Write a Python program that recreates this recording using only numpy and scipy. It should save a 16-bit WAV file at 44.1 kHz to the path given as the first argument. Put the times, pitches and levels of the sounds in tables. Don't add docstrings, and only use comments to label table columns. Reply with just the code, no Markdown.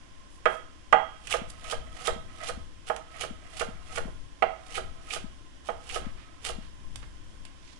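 import sys
import numpy as np
from scipy import signal
from scipy.fft import rfft, irfft
from scipy.io import wavfile

SR = 44100
rng = np.random.default_rng(int(sys.argv[2]) if len(sys.argv) > 2 else 0)


def file_out(sig):
    cols = np.atleast_2d(sig).T
    lim = np.clip(cols, -1, 1)
    pcm = np.round(lim * 32767).astype(np.int16)
    wavfile.write(sys.argv[1], SR, pcm)


N = 343759
T = np.arange(N) / SR
CUTOFF_HZ = 11120


def amp(db):
    return 10 ** (np.asarray(db) / 20)


def unit(x):
    return x / np.sqrt(np.mean(x ** 2) + 1e-20)


def add(track, s, sound):
    start = int(s * SR)
    track[start:start + len(sound)] += sound[:N - start]


def band(x, low_hz, high_hz):
    return signal.sosfilt(signal.butter(2, [low_hz, high_hz], "band", fs=SR, output="sos"), x)


def high_pass(x, low_hz):
    return signal.sosfilt(signal.butter(2, low_hz, "high", fs=SR, output="sos"), x)


def decay(t, t60_s):
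    return amp(-60 * t / t60_s)


def at_hz(points, hz):
    known, values = np.transpose(points)
    return np.interp(np.log(np.maximum(hz, 1)), np.log(known), values)


def colour(x, spectrum, size=4096):
    hz = np.arange(size // 2 + 1) * SR / size
    cepstrum = irfft(np.log(amp(at_hz(spectrum, hz))))
    pulse = irfft(np.exp(rfft(2 * cepstrum[:size // 2], size)))
    return signal.fftconvolve(x, pulse / np.linalg.norm(pulse))[:len(x)]


def drift(per_s):
    knots = rng.standard_normal(4096)
    return unit(np.interp(T * per_s, np.arange(len(knots)), knots))


def swell(s, db, rise_db_per_s, fall_db_per_s, hold_s=0):
    before = rise_db_per_s * np.maximum(s - hold_s - T, 0)
    after = fall_db_per_s * np.maximum(T - s, 0)
    return amp(db - np.minimum(before + after, 200))


# (blade lands [s], knock [dB], crunch [dB], crunch length [s], first bite [dB],
# slide [dB], arm rumble [dB])
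SLICES = [(1.339, -35, -36, 0.018, -45.5, -62, -40.5), (1.725, -41.5, -41, 0.019, -43, -46, -40.5),
          (2.077, -35, -39, 0.011, -41.5, -47.5, -39), (2.491, -43.5, -40.5, .006, -43, -40.5, -41),
          (3.233, -44.5, -40.5, 0.014, -49, -45, -42), (3.61, -37, -40.5, 0.0063, -45, -48, -40),
          (3.975, -40, -42.5, 0.0099, -45, -52.5, -38.5), (4.775, -41, -42, 0.014, -46, -50.5, -40.5),
          (5.161, -47.5, -42, 0.037, -45.5, -51, -42.5), (5.959, -40.5, -39, 0.012, -42, -78, -39.5),
          (6.491, -46.5, -42.5, 0.039, -67, -75, -40.5)]
# (time [s], level [dB], brightness [dB/octave], struck-spot centre [Hz],
# struck-spot boost [dB], share of ring time left [1], blade crack [dB])
CHOPS = [(0.456, -28, 1.5, 1440, 1.5, 0.74, -24), (0.926, -28.5, 4.5, 896, 13.5, 1.0, -24),
         (2.899, -39, -0.5, 896, 11.5, 0.45, -37), (4.4228, -34, 1.8, 750, 12, 0.58, -23),
         (5.687, -42, 0, 780, 9, 0.47, -42)]
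# (frequency [Hz], level [dB per band])
LANDING = [(430, 2), (635, 1.5), (900, -4), (1400, 2.5), (2440, -6)]
BOARD_BANDS_HZ = [330, 560, 720, 1120, 1750, 3400]
BODY_OCTAVES = 0.54
SLICE_RING_SHARE = 0.57


def blows():
    hz = np.sqrt(np.multiply(BOARD_BANDS_HZ[:-1], BOARD_BANDS_HZ[1:]))
    plain = at_hz(LANDING, hz)
    octaves = np.log2(hz / np.median(hz))
    out = []
    for s, db, tilt, body_hz, body_db, ring_share, _ in CHOPS:
        body = body_db * np.exp(-(np.log2(hz / body_hz) / BODY_OCTAVES) ** 2)
        out.append((s, db + plain + tilt * octaves + body, ring_share))
    return out + [(s, db + plain, SLICE_RING_SHARE) for s, db, *_ in SLICES]


# (frequency [Hz], level [dB], t60 at full ring [s])
BOARD_MODES = [(368.2, -6.5, 0.25), (474.2, 9, 0.18), (504.5, 5, 0.11), (651.4, 14, 0.27), (686.4, 4, 0.23),
               (769.3, 14, 0.15), (841, 12, 0.22), (1005, -10, 0.13), (1075, -4.5, 0.21), (1220, 3, 0.045),
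               (1271.4, 1, 0.11), (1352, -9, 0.25), (1442, -7.5, 0.11), (1560, -43, 0.56),
               (1890, -4.5, 0.042), (1972, 1, 0.096), (2114, -3.5, 0.062), (2258, 0, 0.034),
               (2912, -17, 0.24), (3130, -14, 0.16), (3180, -10, 0.21), (3250, -20, 0.7),
               (3290, -18.5, 0.22)]


def board_ring(low_hz, high_hz, t, ring_share, vary_db, rise_cycles):
    hz, db, t60 = np.transpose(BOARD_MODES)[:, :, None]
    in_band = (hz >= low_hz) * (hz < high_hz)
    strength = amp(db + vary_db * rng.standard_normal(hz.shape)) * in_band
    sign = (-1) ** np.arange(len(hz))[:, None]
    envelope = decay(t, t60 * ring_share) * (1 - np.exp(-t * hz / rise_cycles))
    return np.sum(sign * strength * envelope * np.sin(2 * np.pi * hz * t), axis=0)


def knocks(trim_db=1.0, thud_db=-4.0, thud_t60_s=0.1, vary_db=3.5, rise_cycles=0.33,
           tick_db=-4, tick_t60_s=0.013):
    out, t, early = np.zeros(N), T[:SR // 2], SR // 30
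    for s, levels, ring_share in blows():
        for low, high, db in zip(BOARD_BANDS_HZ, BOARD_BANDS_HZ[1:], levels):
            ring = unit(board_ring(low, high, t, ring_share, vary_db, rise_cycles))
            thud = band(rng.standard_normal(len(t)) * decay(t, thud_t60_s), low, high)
            thud = band(band(thud, 495, 2400), 474, 4600)
            blow = ring + amp(thud_db) * unit(thud)
            add(out, s, amp(db + trim_db) * blow / np.std(blow[:early]))
        tick = unit(band(rng.standard_normal(len(t)), 1700, 9800)) * decay(t, tick_t60_s)
        add(out, s, amp(levels[-1] + tick_db) * tick)
    return out


def chop_attack(crack_t60_s=.055, crack_low_hz=2000, crack_high_hz=2900, push_db=-11, push_t60_s=0.14):
    out, t = np.zeros(N), T[:SR // 4]
    for s, db, _, _, body_db, _, steel_db in CHOPS:
        steel, wood = rng.standard_normal((2, len(t)))
        crack = unit(band(steel, crack_low_hz, crack_high_hz)) * decay(t, crack_t60_s)
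        shove = unit(band(wood, 50, 340)) * decay(t, push_t60_s)
        add(out, s, amp(steel_db) * crack + amp(db + body_db / 2 + push_db) * shove)
    return out


def counter(level_db=-29, t60_s=0.5):
    out, t = np.zeros(N), T[:SR // 2]
    for s, levels, _ in blows():
        thump = unit(band(rng.standard_normal(len(t)), 76, 235)) * decay(t, t60_s)
        add(out, s, amp(max(levels) + level_db) * thump)
    return out


# (blade through [s], crunch [dB], length [s])
SCRAPS = [(2.894, -50.5, .014), (5.686, -54.5, 0.02)]
THROUGH_S = 0.0044
CRUNCH_RISE_DB_PER_S, CRUNCH_FALL_DB_PER_S, BITE_RISE_DB_PER_S = 800, 463, 167.5


def cutting():
    force = np.zeros(N)
    for s, _, db, length_s, bite_db, *_ in SLICES:
        through_s = s - THROUGH_S
        wall = swell(through_s, db, CRUNCH_RISE_DB_PER_S, CRUNCH_FALL_DB_PER_S, length_s)
        bite = swell(through_s, bite_db, BITE_RISE_DB_PER_S, CRUNCH_FALL_DB_PER_S)
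        force += np.maximum(wall, bite)
    for s, db, length_s in SCRAPS:
        force += swell(s, db, CRUNCH_RISE_DB_PER_S, CRUNCH_FALL_DB_PER_S, length_s)
    return force


# (frequency [Hz], level [dB per Hz])
CRUNCH_SPECTRUM = [(210, -52.5), (350, -24), (481, 1.5), (572, -21), (763, 0.5), (907, -12), (1130, -12),
                   (1250, -1), (1590, -13), (3000, -2.5), (3890, -9.5), (7340, -12), (11000, -14.5),
                   (14300, -124), (22000, -120)]


def crunch(trim_db=6.0, size_db=1.0, clumps_per_s=240, cells_per_s=4000, clump_db=3.2):
    sizes = amp(size_db * np.minimum(rng.exponential(1, N), 4)) * rng.choice([-1, 1], N)
    hits = rng.random(N) < cells_per_s / SR
    bursts = sizes * hits * amp(clump_db * drift(clumps_per_s))
    return amp(trim_db) * colour(unit(bursts) * cutting(), CRUNCH_SPECTRUM)


# (time [s], click peak [dB], rasping tear [dB])
SNAPS = [(1.272, -19.5, -38), (1.3085, -15.5, -24), (1.3223, -16, -23), (1.6422, -26.5, -37),
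         (1.712, -35, -39), (2.0729, -8.5, -42), (2.879, -43, -37), (2.9639, -20.5, -50), (3.213, -32, -28),
         (3.597, -24, -32), (3.959, -22, -28), (4.744, -26, -22), (5.102, -33, -30), (5.892, -24, -30.5),
         (6.4504, -12, -32.5), (6.4617, -19, -55), (6.9583, -18.5, -50), (7.452, -26, -46)]
# (frequency [Hz], level [dB per Hz])
SNAP_SPECTRUM = [(300, -14), (900, 2.5), (2200, 3), (3200, 7.5), (4200, 1), (8000, 1.5), (11000, -4)]


def snaps(click_t60_s=0.022, tear_trim_db=-1, tear_t60_s=0.084, tear_rise_s=0.0045, fibres_per_s=1000):
    out, t = np.zeros(N), T[:SR // 10]
    for s, peak_db, rasp_db in SNAPS:
        burst = amp(-13.5) * decay(t, click_t60_s) * rng.laplace(0, .5, len(t))
        burst[0] = 1
        click = colour(burst, SNAP_SPECTRUM)
        fibres = rng.standard_normal(len(t)) * (rng.random(len(t)) < fibres_per_s / SR)
        tear = unit(band(fibres, 2000, 3070)) * decay(t, tear_t60_s) * (1 - np.exp(-t / tear_rise_s))
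        add(out, s, amp(peak_db) * click / np.abs(click).max() + amp(rasp_db + tear_trim_db) * tear)
    return out


DRAW_LEAD_S, DRAW_DB, DRAW_SLOPE_DB_PER_S = 0.19, -59.5, 88
PUSH_LEAD_S, PUSH_RISE_DB_PER_S, PUSH_FALL_DB_PER_S = 0.056, 189, 260


def sliding():
    friction = np.zeros(N)
    for s, *_, slide_db, _ in SLICES:
        friction += swell(s - DRAW_LEAD_S, DRAW_DB, DRAW_SLOPE_DB_PER_S, DRAW_SLOPE_DB_PER_S)
        friction += swell(s - PUSH_LEAD_S, slide_db, PUSH_RISE_DB_PER_S, PUSH_FALL_DB_PER_S)
    return friction


def drag(uneven_db=2.0, slips_per_s=2200, scratch_db=1):
    slips = rng.standard_normal(N) * (rng.random(N) < slips_per_s / SR) * amp(uneven_db * drift(40))
    murmur = np.zeros(N)
    for hz, width_hz, db in [(672, 99, -0.5), (1284, 51, 0.0), (1950, 230, -6.5)]:
        murmur += amp(db) * unit(band(slips, hz - width_hz / 2, hz + width_hz / 2))
    scratch = unit(band(slips, 1010, 2560))
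    return unit(murmur + amp(scratch_db) * scratch) * sliding()


# (middle [s], half length [s], level [dB], centre [Hz])
HANDLING_SOUNDS = [(0.34, 0.042, -64.5, 8900), (0.522, 0.053, -58, 8000), (1.498, 0.013, -51.5, 5600),
                   (1.588, 0.017, -65, 1970), (4.086, 0.012, -47, 500), (6.065, 0.035, -50, 1140),
                   (6.204, 0.042, -54, 1480), (6.644, 0.035, -56.5, 2200), (7.032, 0.012, -48.5, 1200),
                   (7.696, 0.079, -58, 3000)]


def handling(grain_db=3):
    out = np.zeros(N)
    for s, half_s, db, hz in HANDLING_SOUNDS:
        noise = unit(band(rng.standard_normal(N), hz / 2, min(hz * 2, CUTOFF_HZ)))
        grains = noise * amp(grain_db * drift(200))
        out += amp(db) * grains * np.exp(-((T - s) / half_s) ** 2)
    return out


# (time [s], peak before trim [dB])
BUMPS = [(1.415, -35), (2.16, -38.5), (2.573, -38.5), (3.307, -36.5), (3.685, -37.5), (4.053, -36),
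         (5.24, -35), (6.065, -32.5), (6.583, -36)]


def bumps(trim_db=7, bump_hz=215, bump_t60_s=0.017, rise_s=0.0093):
    out, t = np.zeros(N), T[:SR // 10]
    bump = np.sin(2 * np.pi * bump_hz * t) * decay(t, bump_t60_s) * (1 - np.exp(-(t / rise_s) ** 2))
    for s, db in BUMPS:
        add(out, s, amp(db + trim_db) * bump / np.abs(bump).max())
    return out * amp([[0], [-22]])


# (time [s], rumble [dB])
REACHES = [(6.98, -41), (7.349, -44)]
SWAY_LAG_S, SWAY_RISE_DB_PER_S, SWAY_FALL_DB_PER_S = 0.063, 59, 40
STILL_DB, CHOP_SWAY_DB = -51.5, -49


def arm_motion(reach_slope_db_per_s=35):
    landings = [(s, db) for s, *_, db in SLICES] + [(s, CHOP_SWAY_DB) for s, *_ in CHOPS]
    sways = [swell(s + SWAY_LAG_S, db, SWAY_RISE_DB_PER_S, SWAY_FALL_DB_PER_S) for s, db in landings]
    reaches = [swell(s, db, reach_slope_db_per_s, reach_slope_db_per_s) for s, db in REACHES]
    return np.maximum(amp(STILL_DB), np.max(sways + reaches, axis=0))


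# (frequency [Hz], level [dB per Hz])
RUMBLE_SPECTRUM = [(15, 5.5), (30, -1.5), (60, -5.5), (100, -13.5), (200, -20.5), (300, -25), (600, -43.5),
                   (2000, -49)]


def rumble(left_db=5, right_db=-3, right_cut_hz=45):
    left, right = (unit(colour(noise, RUMBLE_SPECTRUM)) for noise in rng.standard_normal((2, N)))
    right = unit(high_pass(right, right_cut_hz))
    return np.array([amp(left_db) * left, amp(right_db) * right]) * arm_motion()


# (frequency [Hz], level [dB per Hz])
AIR_SPECTRUM = [(59, -39), (100, -1), (167, -12.5), (307, 2), (412, -9.5), (587, -7.5), (853, -12),
                (1040, -12), (1170, -12.5), (1600, -9), (2520, -13.5), (3190, -9.5), (4110, -19),
                (5310, -15.5), (11000, -27.5), (14300, -75), (22000, -120)]


def background(left_db=-61.5, right_db=-54.5, whirr_hz=1045, whirr_width_hz=70,
               whirr_left_db=-74, whirr_right_db=-62):
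    hiss = np.array([unit(colour(noise, AIR_SPECTRUM)) for noise in rng.standard_normal((2, N))])
    low_hz, high_hz = whirr_hz - whirr_width_hz / 2, whirr_hz + whirr_width_hz / 2
    whirr = unit(band(rng.standard_normal((2, N)), low_hz, high_hz))
    return hiss * amp([[left_db], [right_db]]) + whirr * amp([[whirr_left_db], [whirr_right_db]])


def scattered(x, t60_s=0.1):
    t = T[:SR // 10]
    echoes = rng.standard_normal(len(t)) * decay(t, t60_s)
    return signal.fftconvolve(x, echoes / np.linalg.norm(echoes))[:N]


# (frequency [Hz], t60 [s])
KITCHEN = [(300, 0.39), (1300, 0.4), (3000, 0.45), (9000, 0.21)]


def kitchen_response(build_up_s=0.0081):
    t, edges = T[:SR * 2 // 3], np.geomspace(150, 14000, 9)
    tail = np.zeros((2, len(t)))
    for low, high in zip(edges, edges[1:]):
        t60_s = at_hz(KITCHEN, np.sqrt(low * high))
        tail += band(rng.standard_normal((2, len(t))), low, high) * decay(t, t60_s)
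    tail = tail * (1 - np.exp(-(t / build_up_s) ** 2))
    return tail / np.linalg.norm(tail, axis=1, keepdims=True)


# (frequency [Hz], level [dB])
LEFT_MIC = [(200, -1.5), (600, -9.5), (1300, -5), (2600, -11.5), (4500, 0), (10000, 1.5)]
LEFT_LAG_S = 0.0017


def microphones(x, right_db=3.5, left_db=-4, room_db=-12, scatter_db=2):
    mixed = (x + amp(scatter_db) * scattered(x)) / np.hypot(1, amp(scatter_db))
    left = np.interp(T - LEFT_LAG_S, T, mixed)
    room = amp(room_db) * signal.fftconvolve(x[None], kitchen_response(), axes=1)[:, :N]
    left_room, right_room = room
    return np.array([amp(left_db) * colour(left + left_room, LEFT_MIC), amp(right_db) * (x + right_room)])


def scene():
    wood = knocks() + chop_attack() + counter() + drag()
    pepper = crunch() + snaps()
    return microphones(wood + pepper + handling()) + bumps() + rumble() + background()


def record(dry):
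    low_pass = signal.ellip(10, .2, 70, CUTOFF_HZ, fs=SR, output="sos")
    return signal.sosfilt(low_pass, np.clip(dry, -1, 1))


dry = scene()
out = record(dry)
file_out(out)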